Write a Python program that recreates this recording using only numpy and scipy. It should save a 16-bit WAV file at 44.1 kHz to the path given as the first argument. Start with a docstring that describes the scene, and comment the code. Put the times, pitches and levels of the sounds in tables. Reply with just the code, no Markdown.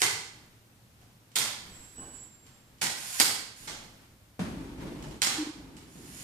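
"""A metal tripod is set up in a classroom: leg clamps snap open and shut and ring the tubes, loose legs
tick and knock, and one leg runs out against its stop. Sliding tubes hiss with friction and squeal by
stick-slip. The hard room answers every snap. Late on, a hand shifts on the camera's case with a bump,
a dull rubbing and a short low judder. Clothes rustle over the building's low rumble."""
import sys
import numpy as np
from scipy import signal
from scipy.fft import rfft, irfft, next_fast_len
from scipy.io import wavfile
from scipy.ndimage import uniform_filter1d, map_coordinates

SR = 44100
rng = np.random.default_rng(int(sys.argv[2]) if len(sys.argv) > 2 else 0)


def log_audio(samples):
    """Write samples as a 16-bit WAV file to the path given in sys.argv[1]."""
    # one column per channel
    frames = np.atleast_2d(samples).T
    # limit to full scale, then quantise
    limited = np.clip(frames, -1, 1)
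    pcm = np.round(limited * 32767).astype(np.int16)
    wavfile.write(sys.argv[1], SR, pcm)


N = 275095


def amp(db):
    """Decibels to gain."""
    return 10 ** (np.asarray(db) / 20)


def unit(x):
    """Scale to rms 1."""
    return x / np.sqrt(np.mean(x ** 2) + 1e-20)


def along(points, hz):
    """Interpolate (freq_hz, value) points on a log frequency axis."""
    freq_hz, values = np.transpose(points)
    return np.interp(np.log(hz + 1), np.log(freq_hz + 1), values)


def wobble(rate_hz):
    """Smooth random curve, rate_hz knots a second."""
    knots = rng.standard_normal(int(N * rate_hz / SR) + 4)
    return map_coordinates(knots, [np.arange(N) * rate_hz / SR])


def filtered(x, response):
    """Zero-phase filter with gain response(hz)."""
    n = x.shape[-1]
    size = next_fast_len(n + 8192)
    return irfft(rfft(x, size) * response(np.fft.rfftfreq(size, 1 / SR)), size)[..., :n]


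def causal(gain_at, size=4096):
    """Minimum-phase impulse response of a gain curve."""
    gain = np.maximum(gain_at(np.fft.rfftfreq(size, 1 / SR)), 1e-6)
    cepstrum = irfft(np.log(gain))
    cepstrum[1:size // 2] *= 2
    cepstrum[size // 2 + 1:] = 0
    return irfft(np.exp(rfft(cepstrum)))


def add(track, start_s, sound):
    """Mix a sound in at start_s."""
    part = track[..., max(0, round(start_s * SR)):][..., :sound.shape[-1]]
    part += sound[..., :part.shape[-1]]


def noise(spectrum, channels=1):
    """Coloured noise of rms 1."""
    return unit(filtered(rng.standard_normal((channels, N)), lambda hz: amp(along(spectrum, hz))))


def stroke(start_s, length_s, attack_s, release_s, fade_db_per_s=0):
    """Gain of one movement: sets in, holds or slopes over its length, lets go."""
    t = np.arange(N) / SR - start_s
    edges = np.clip(t / attack_s, 0, 1) * np.clip(1 - (t - length_s) / release_s, 0, 1)
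    return edges * amp(-fade_db_per_s * np.clip(t, 0, length_s))


def mode(hz, centre_hz, width_hz):
    """Power response of one resonance, peak 1."""
    return 1 / (1 + (2 * (hz - centre_hz) / width_hz) ** 2)


def modal_power(hz, modes):
    """Summed power response of resonances."""
    return sum(amp(db) ** 2 * mode(hz, centre_hz, width_hz) for centre_hz, width_hz, db in modes)


def tube_gain(hz, modes):
    """Resonances standing above a flat response."""
    return np.sqrt(1 + modal_power(hz, modes))


def diffuse(pair):
    """Two unrelated noises at two close microphone ports: alike mainly in the bass."""
    # left-right likeness: freq_hz, correlation
    likeness = [(100, 0.94), (300, 0.88), (640, 0.37), (1400, 0.01), (2800, -0.045), (12000, 0.33)]
    angle = lambda hz: np.arccos(np.clip(along(likeness, hz), -1, 1)) / 2
    mid, side = filtered(pair, lambda hz: np.array([np.cos(angle(hz)), np.sin(angle(hz))]))
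    return np.array([mid + side, mid - side])


def classroom(x, direct_db, build_s=0.002, sparseness=0.68, mixing_s=0.08, left_lag_s=0.00038):
    """Direct sound reaches the right port first; separate wall echoes thicken into a diffuse tail."""
    # room decay: freq_hz, t60_s
    decay = [(150, .7), (500, .66), (1500, .63), (4500, .63), (8000, .53), (14000, .41)]
    t = np.arange(SR) / SR
    scatter = rng.standard_normal(SR).repeat(16)[:SR] - 1
    clumps = np.exp(sparseness * np.exp(-t / mixing_s) * scatter)
    echoes = diffuse(rng.standard_normal((2, SR)) * clumps)
    hz, frame_s, bands = signal.stft(echoes, SR, nperseg=256)
    bands *= amp(-60 * frame_s / along(decay, hz)[:, None])
    tail = signal.istft(bands, SR, nperseg=256)[1][:, :SR]
    response = unit(tail * (1 - np.exp(-t / build_s))) / np.sqrt(SR)
    direct = amp(direct_db - 9)
    response[0, round(left_lag_s * SR)] += direct
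    response[1, 0] += direct
    return signal.fftconvolve(np.atleast_2d(x), response, axes=1)


def air(level_db=-59):
    """The building's steady low rumble and faint hiss."""
    # rumble spectrum: freq_hz, gain_db
    rumble = [(22, -25), (55, -6.5), (80, -9.5), (115, -2), (155, -10.5), (220, -11), (400, -19.5),
              (800, -22.5), (2500, -26.5), (14500, -33)]
    return amp(level_db) * unit(diffuse(noise(rumble, channels=2)))


def shuffle(folds_db=2):
    """Soft, uneven rustle of people shifting their weight."""
    # clothes and shoes shift: start_s, length_s, level_db
    moves = [(0.296, 0.22, -61), (0.9, 0.12, -66), (1.55, 0.29, -51.5), (1.95, 0.33, -59),
             (2.406, 0.27, -62.5), (3.585, 0.15, -52), (3.802, 0.21, -56.5)]
    # rustle spectrum: freq_hz, gain_db
    cloth = [(60, -7.5), (170, -8.5), (300, -12.5), (600, -19.5), (2000, -21), (14000, -34.5)]
    level = sum(amp(db) * stroke(start_s, length_s, attack_s=0.065, release_s=0.19)
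                for start_s, length_s, db in moves)
    return level * unit(diffuse(noise(cloth, channels=2)) * amp(folds_db * wobble(24.98)))


def judder(pitch_hz=308, sag_hz_per_s=70, jitter_hz=7, edge_s=0.009):
    """A fingertip sticks and slips on the case: bursts of one low tone, sinking as the finger relaxes."""
    # finger slips: start_s, length_s, level_db
    slips = [(5.379, 0.053, -28.5), (5.464, 0.0087, -29.5), (5.48, 0.023, -34.5), (5.551, 0.011, -39),
             (5.595, 0.02, -40.5)]
    level = sum(amp(db) * stroke(start_s, length_s, edge_s, edge_s) for start_s, length_s, db in slips)
    since_s = np.arange(N) / SR - slips[0][0]
    hz = pitch_hz - sag_hz_per_s * since_s + jitter_hz * wobble(80)
    return level * np.sin(2 * np.pi * np.cumsum(hz) / SR)


def hand(lumps_db=1):
    """Bumps and rubbing travel through the case to both ports."""
    # grip shifts: start_s, length_s, rub_db, skin_db
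    rubs = [(4.41, 0.32, -39, -48), (4.769, 0.36, -38, -46.5), (5.31, 0.14, -52, -44.5),
            (5.52, 0.36, -47.5, -55), (5.942, 0.44, -48.5, -57.5)]
    # case rubbing spectrum: freq_hz, gain_db
    case = [(18, -49), (30, -9), (54, 0), (87, -10.5), (160, 1.5), (211, -6.5), (278, 1), (465, -16),
            (700, -20), (910, -49), (1540, -120)]
    # skin friction spectrum: freq_hz, gain_db
    skin = [(210, -29), (350, -9.5), (623, -23.5), (889, -14.5), (1080, -19.5), (2390, -23.5),
            (12000, -38.5), (15600, -65), (22000, -120)]
    # fingers land: start_s, level_db, t60_s
    bumps = [(4.393, -29, 0.67), (5.956, -49, 0.12)]
    # bump spectrum: freq_hz, gain_db
    thud = [(35, -48), (60, -22), (192, 1.5), (417, -20.5), (501, -18.5), (1020, -21), (10900, -41.5),
            (14000, -56)]
    press, drag = np.zeros((2, N))
    for start_s, length_s, rub_db, skin_db in rubs:
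        move = stroke(start_s, length_s, attack_s=0.047, release_s=0.11, fade_db_per_s=14.5)
        press += amp(rub_db) * move
        drag += amp(skin_db) * move
    rub = press * unit(diffuse(noise(case, channels=2)) * amp(lumps_db * wobble(40)))
    grit = drag * unit(diffuse(noise(skin, channels=2)) * amp(lumps_db * wobble(110)))
    out = rub + grit
    t = np.arange(SR // 2) / SR
    for start_s, level_db, t60_s in bumps:
        burst = diffuse(noise(thud, channels=2)[:, :len(t)])
        add(out, start_s, burst * amp(level_db - 60 * t / t60_s))
    return out


def knocks(gain_db=15):
    """A leg bumps as the tripod turns; the soft contact rings only the frame's low modes."""
    # leg bumps: start_s, relative_db
    bumps = [(1.982, -16), (2.02, -16)]
    # frame modes: centre_hz, width_hz, peak_db
    frame = [(235, 280, 1), (735, 160, -3), (1055, 73, -2.5), (1560, 100, -8)]
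    out = np.zeros((2, N))
    ring = causal(lambda hz: np.sqrt(modal_power(hz, frame)))
    for start_s, db in bumps:
        add(out, start_s, amp(db + gain_db) * classroom(ring, direct_db=1))
    return out


def squeals(gain_db=-2, jitter_hz=12, flutter_db=3, smear_rad=0.55):
    """Stick-slip locks on to unsteady tube modes; echoes make each flutter at each port."""
    # tubes stick: start_s, length_s, pitch_hz, glide_hz_per_s, relative_db
    tones = [(1.695, 0.035, 7960, -5000, -52), (1.733, 0.17, 7660, -50, -50), (1.88, 0.07, 7900, -200, -58),
             (1.953, 0.29, 7806, -20, -42.5), (1.96, 0.22, 2944, 0, -62), (2.124, 0.56, 7310, 329, -50.5)]
    out = np.zeros((2, N))
    t = np.arange(N) / SR
    for start_s, length_s, pitch_hz, glide_hz_per_s, db in tones:
        envelope = stroke(start_s, length_s, attack_s=0.032, release_s=0.088, fade_db_per_s=40.5)
        peak = np.sqrt(2) * amp(db + gain_db) * envelope
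        hz = pitch_hz + glide_hz_per_s * np.clip(t - start_s, 0, length_s) + jitter_hz * wobble(180)
        phase = 2 * np.pi * np.cumsum(hz) / SR
        for port in out:
            port += peak * amp(flutter_db * wobble(60)) * np.sin(phase + smear_rad * wobble(90))
    return out


def slides(grain_db=3, growth_db_per_s=43):
    """Tube rubs inside tube in fine uneven grains, louder as it gathers speed."""
    # a tight tube creeps: start_s, length_s, friction_db
    creep = (1.59, 0.57, -62.5)
    # a leg slides until stopped: start_s, length_s, end_friction_db
    runs = [(-0.1, 0.11, -33.5), (2.933, 0.27, -35), (3.545, 0.127, -48), (5.853, 0.43, -44)]
    # friction spectrum: freq_hz, gain_db
    scrape = [(290, -55), (500, -17), (1210, -9.5), (2130, -5.5), (2840, -6.5), (6960, -8.5), (11000, -5.5),
              (15000, -16.5)]
    # tube modes excited by sliding: centre_hz, width_hz, peak_db
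    whistles = [(5400, 94, 3), (6830, 160, 7), (8730, 380, 2.5)]
    start_s, length_s, friction_db = creep
    friction = amp(friction_db) * stroke(start_s, length_s, attack_s=0.13, release_s=0.13)
    for start_s, length_s, end_db in runs:
        swell = stroke(start_s, length_s, attack_s=0.025, release_s=0.01, fade_db_per_s=-growth_db_per_s)
        friction += amp(end_db - growth_db_per_s * length_s) * swell
    grains = noise(scrape) * amp(grain_db * wobble(370))
    hiss = unit(filtered(grains, lambda hz: tube_gain(hz, whistles)))
    return classroom(friction * hiss, direct_db=4)[:, :N]


def crack(contact_s, lead_s, slip_db=-17):
    """A lever slips, then hits home after lead_s: a brief force with an even spectrum."""
    t = np.arange(4096) / SR - lead_s
    envelope_db = np.where(t < 0, slip_db - 20 * abs(t) / lead_s, -20 * t / contact_s)
    force = rng.standard_normal(len(t)) * amp(envelope_db)
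    power = uniform_filter1d(abs(rfft(force)) ** 2, size=25)
    whitener = causal(lambda hz: abs(power) ** -0.5)
    return signal.fftconvolve(force, whitener)


def strike(knock_db, treble_db, contact_s, mode_hz, rise_db, lead_s):
    """A crack sent through clamp and tubes; the place of the blow favours one mode."""
    # clamp response: freq_hz, gain_db
    clamp = [(59, -31), (100, -1), (575, -3), (638, -4), (819, -0.5), (1730, -0.5), (2010, 0), (2680, 0),
             (4420, 2), (8800, -2), (14500, -12)]
    # leg tube modes: centre_hz, width_hz, peak_db
    tubes = [(804, 130, 1.5), (1512, 220, 1.5), (2080, 200, 1.5), (2260, 74, 3), (3242, 115, 2.5),
             (4300, 117, -2), (5300, 200, -4.5), (7060, 330, 2.5), (8570, 710, -0.5)]
    tilt = [(600, knock_db), (2200, 0), (6000, 0.011), (12000, treble_db)]
    favoured_db = lambda hz: rise_db * mode(hz, mode_hz, width_hz=0.1 * mode_hz)
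    colour = lambda hz: amp(along(clamp, hz) + along(tilt, hz) + favoured_db(hz))
    ring = causal(lambda hz: colour(hz) * tube_gain(hz, tubes))
    return signal.fftconvolve(crack(contact_s, lead_s), ring)


def contacts(snap_gain_db=16, tick_gain_db=15, lead_s=0.004):
    """Clamps snap and loose legs tick, each from its own place in the room."""
    # clamps, stops and rebounds:
    # time_s, relative_db, knock_db, treble_db, direct_db, contact_s, mode_hz, rise_db
    snaps = [(0.0183, -4, 0, 0.5, 3.5, 0.0049, 2000, 7.5), (1.358, -6.5, -5, 5.5, -1.5, 0.0042, 3610, 5),
             (1.401, -12.5, 0, -18, -2, 0.015, 4540, 2), (2.8142, -7, -1, 2, -9.5, 0.0042, 1910, 4.5),
             (3.193, -26, -2, 1, 7, 0.0015, 5330, 12), (3.2003, -2, -1.5, 6.5, 3, 0.0021, 4710, 6.5),
             (3.674, -18.5, 3.5, -7, -10, 0.0071, 3310, 1.5),
             (5.2192, -4.5, -5.5, -0.5, 2.5, 0.008, 3970, 0.5), (5.27, -14.5, 2, -8, 8, 0.012, 1210, 9)]
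    # loose legs: time_s, relative_db, knock_db
    ticks = [(0.554, -60, -7), (1.014, -47, 13), (1.317, -42.5, -2), (2.466, -40.5, 6), (2.784, -44, -9),
             (3.725, -37.5, 14), (5.0248, -32, 15), (5.11, -36.5, 14), (5.7672, -34, 1)]
    out = np.zeros((2, N))
    for time_s, db, knock_db, treble_db, direct_db, contact_s, mode_hz, rise_db in snaps:
        snap = strike(knock_db, treble_db, contact_s, mode_hz, rise_db, lead_s)
        add(out, time_s - lead_s, amp(db + snap_gain_db) * classroom(snap, direct_db))
    for time_s, db, knock_db in ticks:
        tick = strike(knock_db, treble_db=-0.5, contact_s=0.0082, mode_hz=2950, rise_db=7, lead_s=lead_s)
        add(out, time_s - lead_s, amp(db + tick_gain_db) * classroom(tick, direct_db=3))
    return out


def scene():
    """The tripod across the room, the hand at the camera, the room's own stir."""
    # microphone colour: freq_hz, left_minus_right_db
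    ports = [(200, 0.5), (1000, -1), (2000, -0.5), (4500, -6), (8000, -8), (12000, 0.5)]
    tripod = contacts() + knocks() + slides() + squeals()
    tripod = filtered(tripod, lambda hz: amp(np.array([along(ports, hz), -along(ports, hz)]) / 2))
    return tripod + hand() + judder() + shuffle() + air()


def record(dry):
    """The camera's band limit: a steep low-pass."""
    cutoff_hz = 14750
    return filtered(dry, lambda hz: 1 / np.sqrt(1 + (hz / cutoff_hz) ** 140))


dry = scene()
out = record(dry)
log_audio(out)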